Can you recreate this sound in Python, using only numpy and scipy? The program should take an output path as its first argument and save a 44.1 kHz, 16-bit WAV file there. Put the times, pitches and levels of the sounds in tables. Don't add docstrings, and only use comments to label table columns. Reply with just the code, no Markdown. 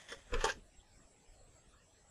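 import sys
import numpy as np
from scipy import signal
from scipy.fft import rfft, irfft
from scipy.io import wavfile

SR = 44100
rng = np.random.default_rng(int(sys.argv[2]) if len(sys.argv) > 2 else 0)


def store_pcm(level_fs):
    pcm = np.round(np.clip(level_fs, -1, 1) * 32767).astype(np.int16)
    wavfile.write(sys.argv[1], SR, np.atleast_2d(pcm).T)


N = 92610
T = np.arange(N) / SR

COLOUR_HZ = [450, 900, 1650, 3200, 6500, 8500]
# t/s, level/dB, six colour gains/dB
CASE_CLUNKS = [(.4085, -20, -10, 5, 12, 13, 5, -21), (.4406, -3.5, 7, -3.5, 4.5, -21, 10, 4.5),
               (0.4424, -2.5, 4, 8.5, -12.5, 8.5, 9.5, 2.5), (.4500, -6, -21.5, 6, 2, 8, -0.5, 8.5),
               (0.4536, -13, -7, 4.5, -1, 13, 11.5, 10.5), (0.4657, -14, 11, 9, -26, 3, 1, 8),
               (.474, -24.5, -16, 0, 14, 13, 8, 14), (.4885, -20.5, -1, -24, 19.5, 19.5, 8, -10),
               (.4925, -16, 6, -5, 0, 4, 8, -16), (0.4981, -17.5, -7, 0.5, -18, 7, 10, -17),
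               (.5185, -16, -24, -36, 0, 2.5, 15, -20)]
PANEL_BUMPS = [(.3245, -17, -1.5, -2, -4, -13, -14, -21), (.3345, -8, 3.5, 0.5, -9, -19, -14, -12),
               (.3375, -17.5, -15, -8, -3, 5.5, -0.5, 2), (.3402, -8, -2, -2, 0.5, 4.5, -1, -6.5),
               (.3425, -10.5, 2.5, -9, 5.5, -17, -13, -12)]
PART_TICKS = [(.0862, -19.5, -19, -19, -4, 0, 4, -9), (.110, -28, -2, 6, -33, 11, -11, 2),
              (.1193, -14, -6, -7, -4.5, -8, 9, 1), (.1228, -15.5, -0.5, -2, 3, -4.5, -5, 2),
              (.127, -22.5, -4.5, -3, -16, 8.5, 8, -5)]
# f/Hz, level/dB, t60/s
CASE_MODES = [(402, -6.5, 0.11), (451, -0.5, 0.1), (809, -7.5, 0.12), (883.3, -4.5, 0.17),
              (1163, -4, 0.056), (1436, -22, 0.045), (1650, -11, 0.067), (1770, -22, 0.15),
              (1946, -18, 0.19), (3000, -30, .07), (3215, -5.5, 0.032), (6970, -4.5, 0.014)]
PANEL_MODES = [(310, -3.5, 0.033), (453.5, 4, 0.11), (516, -15, 0.35), (1010, 2, 0.047), (1175, 1, 0.023),
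               (1550, -21, 0.053), (2360, -3, 0.089), (2536, 4.5, 0.021), (3160, -5, 0.03),
               (5040, 0, 0.018), (7110, 2, 0.013)]
PART_MODES = [(466, 5.5, 0.053), (552, -7, 0.2), (1240, -6.5, 0.045), (1587, 1, 0.069), (1730, 0, 0.051),
              (1990, 0, 0.045), (3160, -3, 0.033), (3460, -1.5, 0.053), (5280, -3.5, 0.021),
              (8800, -4, 0.014)]
RING_DB, RING_RISE_S = -31.5, 0.00037
# f/Hz, level/dB
SHELL_SPECTRUM = [(100, -36.5), (260, -16.5), (450, 13), (680, -25.5), (950, 3.5), (1850, 2.5),
                  (2150, -18.5), (2700, -9), (3300, -6), (4150, -14.5), (4900, -8.5), (5900, -13.5),
                  (7000, -12), (7700, -16.5), (8800, -15.5), (10200, -18.5), (10900, -41), (11900, -25.5),
                  (13500, -54)]
# f/Hz, t60/s
SHELL_T60 = [(200, 0.16), (1000, 0.11), (3000, 0.075), (10000, 0.047)]
SHELL_DB, CRACK_DB, CRACK_S = -32, -35.5, 0.0032
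# t/s, level/dB
LATCH_SNAPS = [(0.4887, -37), (0.4973, -22.5)]
LATCH_HZ, LATCH_T60, LATCH_RISE_S = 1601, 0.038, 0.002

# t/s, level/dB
SLIDE_LEVEL = [(.30, -77), (.33, -55.5), (.355, -55), (.381, -58), (.387, -53), (.402, -49), (.412, -44.5),
               (.435, -47.5), (.48, -43.5), (.505, -40), (.535, -64), (.62, -76)]
PRESS_LEVEL = [(.27, -78.5), (.315, -58), (.33, -48), (.36, -48.5), (.39, -48.5), (.41, -60)]
SCRAPE_LEVEL = [(0, -59), (.083, -63), (.10, -51), (.14, -56.5), (.165, -64), (.20, -64.5), (.25, -72),
                (.32, -62)]
# f/Hz, level/dB
SLIDE_SPECTRUM = [(100, -26), (400, -11), (530, 10), (680, -3), (1000, 2), (1300, 0), (1750, 3), (2100, -8),
                  (2500, 3), (3600, -4), (4150, -6), (5000, -9.5), (6700, -7.5), (8000, -30),
                  (10000, -16.5), (11000, -25.5), (12000, -27), (13500, -54)]
PRESS_SPECTRUM = [(100, -23), (380, 4.5), (520, 7.5), (700, -18), (1100, 0), (1700, 4), (2050, -13),
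                  (2450, -3.5), (3600, -33), (8000, -28), (13500, -61)]
SCRAPE_SPECTRUM = [(100, -1.5), (450, -13.5), (700, -3.5), (1500, -5.5), (1900, 7), (2200, -3.5),
                   (2850, -8), (3300, 2.5), (4200, -14), (4900, -9), (5800, -8), (6600, -3.5), (7700, -19),
                   (9000, -11.5), (10100, -15), (10900, -32), (12000, -24), (13500, -45)]
SLIPS_PER_S, SLIP_SPREAD_DB = 1800, 2.0
# centre t/s, spread/s, f/Hz, spread/octaves, level/dB
SCUFFS = [(0.12, 0.015, 236, 0.9, -65.5), (0.57, 0.021, 237, 0.6, -56), (0.806, 0.011, 3280, 0.11, -72),
          (0.991, 0.032, 185, 0.54, -72.5), (1.016, .04, 1170, 0.18, -76), (1.34, 0.011, 2900, 0.22, -75.5),
          (1.67, 0.0074, 175, 0.58, -64.5), (1.75, 0.024, 1260, 0.22, -71)]
SCUFF_GRAIN, SCUFF_GRAIN_HZ = 0.3, 91.5

# t/s, level/dB, f/Hz, t60/s
MIC_JOLTS = [(0.3457, -26.5, 25.5, 0.32), (0.566, -53, 44, 0.18), (0.784, -44.5, 35.7, 0.04),
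             (1.051, -55.5, 29.8, 0.15), (1.286, -54, 35, 0.48)]
# t/s, level/dB
RUMBLE_LEVEL = [(0, -87), (.12, -91), (.17, -55), (.23, -67.5), (.29, -60.5), (.335, -36), (.38, -48.5),
                (.47, -58.5), (.58, -58), (.66, -64.5), (.85, -69.5), (1.06, -67.5), (1.24, -83),
                (1.33, -66), (1.56, -63.5), (1.62, -74), (1.675, -66), (1.8, -75.5), (2.14, -70.5)]
# f/Hz, level/dB
RUMBLE_SPECTRUM = [(10, -11.5), (28, 1.5), (55, -5.5), (100, -8.5), (150, -18.5), (260, -21), (450, -32),
                   (1000, -61)]

ROOM_T60, ROOM_DB = [(150, 0.22), (1000, 0.063), (4000, 0.14), (12000, 0.2)], -15
# f/Hz, level/dB
ROOM_TONE_SPECTRUM = [(24, -33), (45, -10), (280, -17), (480, -15), (720, -14), (900, -20.5), (1300, -23.5),
                      (1900, -23), (2300, -25), (3300, -25.5), (4000, -28), (4800, -27), (7000, -29),
                      (7900, -26.5), (8500, -29), (10200, -30.5), (11000, -45.5), (12000, -39.5),
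                      (13500, -66)]
ROOM_TONE_DB = -69
CODEC_WARBLE_DB, CODEC_PATCH_S, CODEC_PATCH_BANDS = 4.0, 0.021, 1.7
# f/Hz, level/dB
WHINE_TONES = [(7643.3, 1.5), (7878, -4.5)]
# t/s, level/dB
WHINE_LEVEL = [(0, -76), (.17, -84), (.26, -78.5), (.44, -67), (.55, -80), (.73, -82.5), (.79, -73.5),
               (.84, -87), (1.0, -74.5), (1.31, -77.5), (1.39, -74.5), (1.48, -77.5), (1.57, -74.5),
               (1.70, -83.5), (1.97, -77.5), (2.02, -80.5), (2.1, -70.5)]
WHINE_WAVER, WHINE_WAVER_HZ, WHINE_HISS_DB, WHINE_HISS_WIDTH_HZ = 0.33, 14, -8, 190
BAND_LIMIT_HZ = 13800


def knocks(blows, modes):
    out, t = np.zeros(N), np.arange(SR // 3) / SR
    shell_gain = np.sqrt(np.mean(amp(at_hz(SHELL_SPECTRUM, np.fft.rfftfreq(len(t), 1 / SR))) ** 2))
    shell_ring = amp(SHELL_DB) * ringing_noise(SHELL_T60, len(t))
    rise = 1 - np.exp(-t / RING_RISE_S)
    for start, db, *gains in blows:
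        tone = list(zip(COLOUR_HZ, gains))
        ring = sum(amp(mode_db + at_hz(tone, hz)) * damped_sine(hz, t60, t) for hz, mode_db, t60 in modes)
        crack = amp(CRACK_DB) * rng.choice([-1., 1.], len(t)) * np.exp(-t / CRACK_S)
        shell = colour(shell_ring + crack, SHELL_SPECTRUM) / shell_gain
        add(out, start, amp(db) * (amp(RING_DB) * ring * rise + colour(shell, tone)))
    return out


def latch():
    out, t = np.zeros(N), np.arange(SR // 4) / SR
    ping = (1 - np.exp(-t / LATCH_RISE_S)) * damped_sine(LATCH_HZ, LATCH_T60, t)
    for start, db in LATCH_SNAPS:
        add(out, start, amp(db) * ping)
    return out


def slide(curve, resonances):
    slips = (rng.random(N) < SLIPS_PER_S / SR) * rng.choice([-1., 1.], N)
    sizes = amp(SLIP_SPREAD_DB * np.minimum(rng.exponential(1, N), 4))
    return unit(colour(slips * sizes, resonances)) * envelope(curve)


def scuffs():
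    out, octave = np.zeros(N), np.log2(np.fft.rfftfreq(N, 1 / SR) + 1)
    for centre, spread, hz, octaves, db in SCUFFS:
        band = irfft(rfft(rng.standard_normal(N)) * bell(octave - np.log2(hz), octaves), N)
        grain = np.exp(SCUFF_GRAIN * drift(SCUFF_GRAIN_HZ))
        out += amp(db) * unit(band * grain) * bell(T - centre, spread)
    return out


def mic_handling():
    out = unit(colour(rng.standard_normal(N), RUMBLE_SPECTRUM)) * envelope(RUMBLE_LEVEL)
    t = np.arange(SR // 2) / SR
    for start, db, hz, t60 in MIC_JOLTS:
        add(out, start, amp(db) * damped_sine(hz, t60, t))
    return out


def room(direct):
    tail = ringing_noise(ROOM_T60, SR // 2)
    tail *= 1 - np.exp(-np.arange(len(tail)) / SR / 0.012)
    return direct + amp(ROOM_DB) * signal.fftconvolve(direct, tail / np.linalg.norm(tail))[:N]


def room_tone():
    noise = colour(rng.standard_normal(N), ROOM_TONE_SPECTRUM)
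    return amp(ROOM_TONE_DB) * unit(codec_warble(noise))


def whine():
    tones = np.zeros(N)
    for hz, db in WHINE_TONES:
        waver = np.exp(WHINE_WAVER * drift(WHINE_WAVER_HZ))
        tones += amp(db) * unit(np.sin(2 * np.pi * hz * T) * waver)
    hiss = unit(drift(WHINE_HISS_WIDTH_HZ) * np.sin(2 * np.pi * WHINE_TONES[0][0] * T))
    return (tones + amp(WHINE_HISS_DB) * hiss) * envelope(WHINE_LEVEL)


def codec_warble(x):
    hz, t, spectra = signal.stft(x, SR, nperseg=1024, noverlap=768)
    bands = np.arange(256)
    patch = np.outer(bell(bands - bands.mean(), CODEC_PATCH_BANDS), bell(t - t.mean(), CODEC_PATCH_S))
    warble = unit(signal.fftconvolve(rng.standard_normal((len(t), len(bands))).T, patch, "same"))
    band_of_bin = (60 * np.log1p(hz / 400)).astype(int)
    spectra *= amp(CODEC_WARBLE_DB * warble[band_of_bin])
    return signal.istft(spectra, SR, nperseg=1024, noverlap=768)[1][:N]


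def amp(db):
    return 10 ** (np.asarray(db) / 20)


def unit(x):
    return x / np.sqrt(np.mean(x ** 2) + 1e-20)


def bell(offset, spread):
    return np.exp(-.5 * (offset / spread) ** 2)


def at_hz(points, hz):
    f, value = np.transpose(points)
    return np.interp(np.log(hz + 1), np.log(f + 1), value)


def envelope(points):
    return amp(np.interp(T, *np.transpose(points), right=-np.inf))


def add(mix, start, sound):
    part = mix[round(start * SR):][:len(sound)]
    part += sound[:len(part)]


def colour(x, spectrum):
    size = 8192
    log_gain = np.log(amp(at_hz(spectrum, abs(np.fft.fftfreq(size, 1 / SR)))))
    taps = np.fft.ifft(np.exp(np.conj(signal.hilbert(log_gain)))).real[:size // 2]
    return signal.fftconvolve(x, taps)[:len(x)]


def damped_sine(hz, t60, t):
    return amp(-60 * t / t60) * np.sin(2 * np.pi * hz * t)


def ringing_noise(decays, count):
    t, hz = np.arange(count) / SR, np.fft.rfftfreq(count, 1 / SR)
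    spectrum = rfft(rng.choice([-1., 1.], count))
    centres, t60s = np.transpose(decays)
    out = np.zeros(count)
    for share, t60 in zip(np.eye(len(decays)), t60s):
        band_gain = at_hz(list(zip(centres, share)), hz)
        out += irfft(spectrum * band_gain, count) * amp(-60 * t / t60)
    return out


def drift(rate_hz):
    hz = np.fft.rfftfreq(N, 1 / SR)
    return unit(irfft(rfft(rng.standard_normal(N)) / (1 + (hz / rate_hz) ** 2), N))


def scene():
    blows = knocks(PART_TICKS, PART_MODES) + knocks(PANEL_BUMPS, PANEL_MODES)
    blows += knocks(CASE_CLUNKS, CASE_MODES) + latch()
    friction = slide(PRESS_LEVEL, PRESS_SPECTRUM) + slide(SLIDE_LEVEL, SLIDE_SPECTRUM)
    friction += slide(SCRAPE_LEVEL, SCRAPE_SPECTRUM) + scuffs()
    return (room(blows + friction) + mic_handling() + room_tone() + whine())[None]


def record(dry):
    lowpass = signal.firwin(255, BAND_LIMIT_HZ, window=("kaiser", 8), fs=SR)
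    return signal.oaconvolve(dry, lowpass[None], "same")


dry = scene()
out = record(dry)
store_pcm(out)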